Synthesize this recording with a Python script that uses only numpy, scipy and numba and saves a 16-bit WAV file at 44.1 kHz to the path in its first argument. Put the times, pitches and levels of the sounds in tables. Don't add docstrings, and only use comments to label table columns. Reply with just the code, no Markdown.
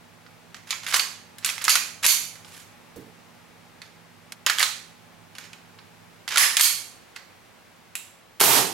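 import sys
import numpy as np
from scipy import signal
from scipy.fft import rfft, irfft, next_fast_len
from scipy.io import wavfile
from numba import njit

SR = 44100
rng = np.random.default_rng(int(sys.argv[2]) if len(sys.argv) > 2 else 0)


def inscribe(sig):
    pcm = np.round(np.clip(np.atleast_2d(sig).T, -1, 1) * 32767)
    wavfile.write(sys.argv[1], SR, pcm.astype(np.int16))


N = 384984

# (time [s], level [dB], decay t60 [s], low push [dB])
SHOT_BURSTS = [(8.398, -28, 0.074, -15), (8.403, -16, 0.038, -6), (8.411, 6, 0.21, -0.5),
               (8.439, 6.5, 0.086, -3.5)]
# (frequency [Hz], density [dB per Hz])
GAS_SPECTRUM = [(40, -52), (70, -40), (110, -4.5), (220, -6), (540, -5), (720, 5), (1200, 4.5), (1700, 1.5),
                (3000, 3), (7000, 0), (12000, 4), (16000, -12)]
# (frequency [Hz], width [Hz], level [dB])
HOLLOW_PEAKS = [(395, 75, 11.5), (900, 41, 6)]
# (time [s], level [dB], brightness [dB], length of the run [s])
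SLIDE_SLAMS = [(0.9951, -17, -12, 0.018), (1.6946, -12, -1, 0.012), (1.703, -8, -5.5, 0.01),
               (2.0643, -1, 0, 0.04), (6.6101, -0.5, -0.5, 0.022)]
# (frequency [Hz], width [Hz], level [dB])
SLIDE_PEAKS = [(2280, 250, -0.5), (4480, 370, 10.5), (6420, 450, 6.5), (7460, 170, 2), (9640, 400, 9.5),
               (11380, 170, 9.5), (12930, 300, 15.5)]
# (frequency [Hz], level [dB], t60 [s])
STEEL_MODES = [(2240, -6, 0.58), (4420, -6, 0.41), (4600, -5, .33), (6560, 2, .45), (6700, 0, 0.3),
               (7300, 2, 0.41), (9700, -12, .5), (11540, -3, 0.35), (12530, -10, .33)]
# (time [s], level [dB], pitch of the struck part [Hz], brightness [dB])
PART_CONTACTS = [(0.264, -47.5, 1480, -40), (0.545, -37, 1890, -12), (0.565, -45, 1310, -8),
                 (0.707, -21.5, 6770, -9), (0.727, -26.5, 2300, -20), (0.8653, -27, 3570, -13.5),
                 (0.925, -26, 1700, -21), (0.9421, -14, 1080, -6), (0.9638, -21, 7400, 11),
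                 (1.384, -39.5, 4040, -1), (1.4469, -18, 7240, -2.5), (1.4609, -22.5, 4190, -1),
                 (1.4978, -24.5, 2480, -7), (1.5804, -30.5, 2000, -10.5), (1.618, -35, 7160, 10),
                 (1.6416, -22.5, 6980, 7.5), (1.651, -22.5, 6860, -5), (1.6806, -12.5, 1285, -9),
                 (1.7549, -14, 2440, -5), (2.0426, -20, 2330, -21.5), (2.046, -22, 3000, 0.5),
                 (2.052, -20, 7150, -2), (2.356, -45, 1980, -13), (2.447, -44.5, 2880, -13),
                 (2.546, -47, 2000, -10), (3.818, -38, 2100, -12), (4.464, -15, 3010, -6.5),
                 (4.468, -19.5, 1130, -15), (4.498, -15.5, 1740, -9), (4.585, -20, 3300, -5),
                 (4.603, -17, 2120, -25), (4.615, -26, 1090, -12), (4.628, -12.5, 4100, -7.5),
                 (5.352, -42, 2780, -10), (5.384, -34.5, 2280, -7.5), (5.532, -39.5, 2550, -12.5),
                 (5.788, -45, 1500, -29.5), (6.278, -26, 2950, -12.5), (6.289, -31, 4730, -5.5),
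                 (6.323, -29, 2000, -16), (6.3592, -17.5, 1400, -8), (6.373, -12.5, 3530, -8),
                 (6.5688, -12, 3250, -1), (6.596, -17.5, 2140, 1), (7.162, -34, 2000, -12.5)]
# (start [s], end [s], level [dB], brightness [dB])
HAND_SCRAPES = [(0.664, 0.758, -43, -8), (0.829, 0.857, -41.5, -10), (0.87, 0.942, -33.5, -5.5),
                (0.931, 0.984, -24, -6), (1.424, 1.455, -45, -15), (1.456, 1.502, -30.5, -9),
                (1.601, 1.695, -37.5, -23), (2.441, 2.645, -51, -3), (3.821, 3.881, -57.5, -17),
                (4.47, 4.507, -28, -18), (4.573, 4.651, -27, -3.5), (5.348, 5.476, -50.5, -12),
                (6.298, 6.367, -31.5, -12), (7.155, 7.176, -50, -13)]
# (frequency [Hz], width [Hz], level [dB])
TRIGGER_PEAKS = [(2700, 250, 13.7), (3800, 390, 6.9), (7600, 430, 8.5), (11000, 300, 5.3)]
# (time [s], level [dB])
SOFT_BUMPS = [(2.961, -43.5), (3.004, -45), (3.063, -51.5)]
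# (frequency [Hz], t60 [s])
ROOM_DECAY = [(150, 0.7), (1000, 0.47), (3000, 0.5), (7000, 0.49), (11000, 0.45), (16000, 0.29)]
# (frequency [Hz], gain [dB])
ROOM_TONE = [(300, 3.5), (1200, 2.5), (3000, 1), (7000, 2.5), (13000, 0.5)]
# (frequency [Hz], density [dB per Hz])
AIR_SPECTRUM = [(15, -45), (25, -14.5), (64, -18.5), (108, -2), (137, -17), (166, -5.5), (200, -4),
                (242, -8), (344, -8), (818, -7), (1520, -10.5), (2280, -11.5), (2990, -15), (10400, -25.5),
                (16000, -31.5)]
# (time [s], air level [dB], offset of the hum [dB])
BACKGROUND_LEVEL = [(0, -53, -0.5), (2.4, -51, 0.5), (4.1, -53, -1), (6.1, -52, -0.5), (6.6, -51, -10),
                    (8.3, -54, -8)]
# (frequency [Hz], level [dB])
HUM_LINES = [(100, -70.5), (119, -70.5), (167, -63.5), (241, -65.5), (470, -73), (839, -70.5)]
# (frequency [Hz], left-right likeness [0-1])
NEAR_LIKENESS = [(3000, 1), (6000, 0.63), (12000, 0.74)]
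ROOM_LIKENESS = [(200, 0.46), (3000, 0.42), (8000, 0.42), (13000, 0.11)]
AIR_LIKENESS = [(100, 0.37), (400, 0.24), (2000, 0.43), (12000, 0.22)]
# (frequency [Hz], left minus right [dB])
NEAR_BALANCE = [(1000, -8), (3000, -5), (6500, -4.5), (8000, -8.5), (9500, 8.5), (11500, -1.5),
                (13000, -10.5), (15500, -3)]
ROOM_BALANCE = [(1000, -9.5), (3500, -5.5), (7000, -8.5), (9500, -4), (11000, 0), (12500, -21.5),
                (15500, -33)]
AIR_BALANCE = [(120, -12), (500, -2.5), (1200, 1), (8000, 0), (12000, -9)]

SLAM_BODY_DB, SLAM_RING_DB, SLAM_ROOM_DB, SLAM_HZ = -7, -0.5, -2.5, 4520
RUN_DB, RUN_SWELL_DB, RUN_BRIGHT_DB = -23.5, 12, -5
MAGAZINE_S, MAGAZINE_DB, MAGAZINE_HZ = 6.3803, -2, 1840
BODY_DB, BODY_DB_PER_OCTAVE, MIDDLE_PART_HZ = -1, -4, 3000
CONTACT_RING_DB, RING_GROWS = -10.5, 0.3
CONTACT_ROOM_DB = -4
PUSH_SWELL_DB = 2
TRIGGER_S, TRIGGER_DB = 7.9535, -26
DRY_TICK_S, DRY_TICK_DB = 4.322, -32.5
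GRIP_DB, GRIP_Q = 6, 46
TOP_HZ = 15800


def shot(size=16384, room_db=-1):
    out = np.zeros((2, N))
    for s, db, t60, push_db in SHOT_BURSTS:
        low_push = [(600, push_db), (2500, 0.014)]
        pushed = [(hz, level + along(low_push, hz)) for hz, level in GAS_SPECTRUM]
        spectrum = resonant(pushed, HOLLOW_PEAKS)
        burst = amp(db) * struck(near(fade(size, t60), spectrum))
        add(out, s, burst)
        add(out, s, amp(room_db) * np.linalg.norm(burst) * echo(spectrum, size=2048))
    return out


def slams():
    out = np.zeros((2, N))
    for s, db, bright_db, run_s in SLIDE_SLAMS:
        run = rub(run_s, RUN_SWELL_DB, RUN_BRIGHT_DB)
        add(out, s - run_s, amp(db + RUN_DB) * run)
        hit = clack(SLAM_HZ, SLAM_BODY_DB, bright_db, SLAM_RING_DB, SLAM_ROOM_DB, part_db=3, steel_db=-31)
        add(out, s, amp(db) * hit)
    return out


def magazine():
    out = np.zeros((2, N))
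    seat = clack(MAGAZINE_HZ, body_db=-1.5, bright_db=-3.0, ring_db=-19, room_db=0, part_q=8.9, part_db=7)
    add(out, MAGAZINE_S, amp(MAGAZINE_DB) * seat)
    return out


def contacts():
    out = np.zeros((2, N))
    for s, db, part_hz, bright_db in PART_CONTACTS:
        body_db = BODY_DB + BODY_DB_PER_OCTAVE * np.log2(part_hz / MIDDLE_PART_HZ)
        ring_db = CONTACT_RING_DB + RING_GROWS * db
        add(out, s, amp(db) * clack(part_hz, body_db, bright_db, ring_db, CONTACT_ROOM_DB))
    return out


def scrapes():
    out = np.zeros((2, N))
    for start, end, db, bright_db in HAND_SCRAPES:
        add(out, start, amp(db) * rub(end - start, PUSH_SWELL_DB, bright_db))
    return out


def lone_clicks():
    out = np.zeros((2, N))
    tick = blow(parts_spectrum(body_db=1.5, bright_db=-5.5), room_db=-28.5)
    add(out, DRY_TICK_S, amp(DRY_TICK_DB) * tick)
    click = blow(resonant(parts_spectrum(body_db=-1.5, bright_db=4), TRIGGER_PEAKS), room_db=-2)
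    add(out, TRIGGER_S, amp(TRIGGER_DB) * click)
    return out


def bumps(size=8192):
    out = np.zeros((2, N))
    dull = [(50, -16), (110, -1), (250, 0.5), (470, -0.5), (750, -22), (2500, -30.0)]  # (Hz, dB)
    for s, db in SOFT_BUMPS:
        add(out, s, amp(db) * struck(near(fade(size, 0.22), dull)))
    return out


def clack(part_hz, body_db, bright_db, ring_db, room_db, size=16384, count=12,
          kin_db=7, part_q=14, part_db=8, steel_db=-32):
    minor = [(hz, hz / GRIP_Q, GRIP_DB) for hz in 1000 * 2 ** rng.uniform(0, 3.7, count)]
    part = [(part_hz, part_hz / part_q, part_db)]
    slide = [(hz, width, level + ring_db) for hz, width, level in SLIDE_PEAKS]
    sound = blow(resonant(parts_spectrum(body_db, bright_db), part + slide + minor), room_db)
    steel = np.zeros(size)
    for hz, level, t60 in STEEL_MODES:
        kinship = np.exp(-(np.log(hz / part_hz) / 0.063) ** 2)
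        mode_db = level + kin_db * kinship + 2 * rng.standard_normal()
        steel += amp(mode_db) * mode(size, hz, t60)
    add(sound, 0, amp(steel_db + .5 * ring_db) * steel * amp([[-3], [2]]))
    return sound


def blow(spectrum, room_db, size=8192, tick_db=1, buzz_db=-17):
    tick = amp(tick_db) * fade(size, t60=0.0013)
    buzz = amp(buzz_db) * fade(size, t60=0.13)
    drive = tick + fade(size, t60=0.031) + buzz
    crack = struck(near(drive, spectrum))
    sound = amp(room_db) * np.linalg.norm(crack) * echo(spectrum)
    add(sound, 0, crack)
    return sound


def rub(length_s, swell_db, bright_db, slips_per_s=1000, room_db=-2.0):
    n = max(round(length_s * SR), 256)
    slips = (rng.random(n) < slips_per_s / SR) * amp(3.9 * rng.exponential(size=n).clip(0, 3))
    effort = amp(swell_db * np.linspace(-1, 0, n)) * signal.windows.tukey(n, .3)
    grip = (signal.fftconvolve(slips, fade(n, t60=0.014))[:n] + 0.2) * effort
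    spectrum = parts_spectrum(body_db=0, bright_db=bright_db)
    stroke = unit(near(grip, spectrum))
    sound = amp(room_db) * reverberate(stroke, grip, spectrum)
    add(sound, 0, stroke)
    return sound


def parts_spectrum(body_db, bright_db):
    body = [(60, body_db - 56.0), (300, body_db - 26.0), (720, body_db - 10.5),
            (1100, body_db - 3), (1700, body_db + 1)]
    middle = [(2500, 1), (5000, -1.97)]
    treble = [(7000, bright_db / 2), (8500, bright_db), (11500, bright_db + 0.5),
              (13500, bright_db - 13.5), (16000, bright_db - 15.5)]
    return body + middle + treble


def resonant(spectrum, peaks):
    hz = np.geomspace(20, SR / 2, 900)
    power = 1 + sum(amp(db) ** 2 / (1 + (2 * (hz - centre) / width) ** 2) for centre, width, db in peaks)
    return np.transpose([hz, along(spectrum, hz) + 10 * np.log10(power)])


def mode(n, hz, t60):
    shifted_hz = hz * (1 + rng.normal(0, .001))
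    return np.sin(2 * np.pi * shifted_hz * np.arange(n) / SR) * fade(n, t60)


def near(drive, spectrum):
    return lean(colour(noise_pair(len(drive), NEAR_LIKENESS) * drive, spectrum), NEAR_BALANCE)


def echo(spectrum, build_s=0.0033, size=1024):
    hz, t, z = signal.stft(noise_pair(28672, ROOM_LIKENESS), SR, nperseg=size)
    balance = np.array([[.5], [-.5]]) * along(ROOM_BALANCE, hz)
    db = along(spectrum, hz) + along(ROOM_TONE, hz) + balance
    decay = amp(-60 * t / along(ROOM_DECAY, hz)[:, None])
    tail = signal.istft(z * amp(db)[..., None] * decay, SR, nperseg=size)[1]
    tail *= 1 - np.exp(-(np.arange(tail.shape[1]) / SR / build_s) ** 2)
    return tail / np.linalg.norm(tail)


def reverberate(direct, drive, spectrum):
    stroke = drive * rng.standard_normal(len(drive))
    wet = signal.fftconvolve(stroke[None], echo(spectrum), axes=1)
    return wet * np.linalg.norm(direct) / np.linalg.norm(wet)


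def ventilation():
    t = np.arange(N) / SR
    s, air_db, hum_db = np.transpose(BACKGROUND_LEVEL)
    air = unit(lean(colour(noise_pair(N, AIR_LIKENESS), AIR_SPECTRUM), AIR_BALANCE))
    air *= amp(np.interp(t, s, air_db))
    hum = np.zeros(N)
    for hz, db in HUM_LINES:
        wander = np.cumsum(rng.normal(0, 0.01107, N))
        hum += amp(db) * unit(np.sin(2 * np.pi * hz * t + wander))
    return air + lean([hum, hum], AIR_BALANCE) * amp(np.interp(t, s, hum_db))


def noise_pair(n, alike):
    turn = np.arccos(np.clip(along(alike, np.fft.rfftfreq(n, 1 / SR)), -1, 1)) / 2
    mid, side = irfft(rfft(rng.standard_normal((2, n))) * [np.cos(turn), np.sin(turn)], n)
    return np.array([mid + side, mid - side])


def lean(pair, side):
    return np.array([colour(x, [(hz, sign * db / 2) for hz, db in side]) for x, sign in zip(pair, (1, -1))])


def colour(x, spectrum):
    n = x.shape[-1]
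    m = 2 * next_fast_len(n // 2 + 2048)
    cepstrum = irfft(np.log(amp(along(spectrum, np.fft.rfftfreq(m, 1 / SR)))))
    cepstrum[1:m // 2] *= 2
    cepstrum[m // 2 + 1:] = 0
    return irfft(rfft(x, m) * np.exp(rfft(cepstrum)), m)[..., :n]


def along(points, hz):
    f, v = np.transpose(points)
    return np.interp(np.log(hz + 1), np.log(f + 1), v)


def fade(n, t60):
    return amp(-60 * np.arange(n) / SR / t60)


def struck(x):
    head = round(.006 * SR)
    return x / np.sqrt(np.mean(x[:, :head] ** 2))


def unit(x):
    return x / np.sqrt(np.mean(x ** 2) + 1e-20)


def amp(db):
    return 10 ** (np.asarray(db) / 20)


def add(track, s, sound):
    part = track[:, round(s * SR):][:, :sound.shape[-1]]
    part += sound[..., :part.shape[-1]]


def scene():
    pistol = shot() + slams() + magazine() + contacts() + scrapes() + lone_clicks() + bumps()
    return pistol + ventilation()


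@njit
def follower(level, attack, release):
    out, held = np.zeros(len(level)), 0.
    for i in range(len(level)):
        held += (level[i] - held) / (attack if level[i] > held else release)
        out[i] = held
    return out


def record(dry, attack_s=0.0011, release_s=0.0073, ahead_s=0.00044, limit_db=-10.5):
    level = follower(np.abs(dry).max(0), attack_s * SR, release_s * SR)
    level = np.interp(np.arange(N) + ahead_s * SR, np.arange(N), level)
    limited = dry / np.maximum(1, level / amp(limit_db))
    clipped = limited / (1 + (limited / .78) ** 4) ** (1 / 4)
    m = next_fast_len(N + SR // 2)
    passed = np.fft.rfftfreq(m, 1 / SR) < TOP_HZ
    return irfft(rfft(clipped, m) * passed, m)[:, :N]


dry = scene()
out = record(dry)
inscribe(out)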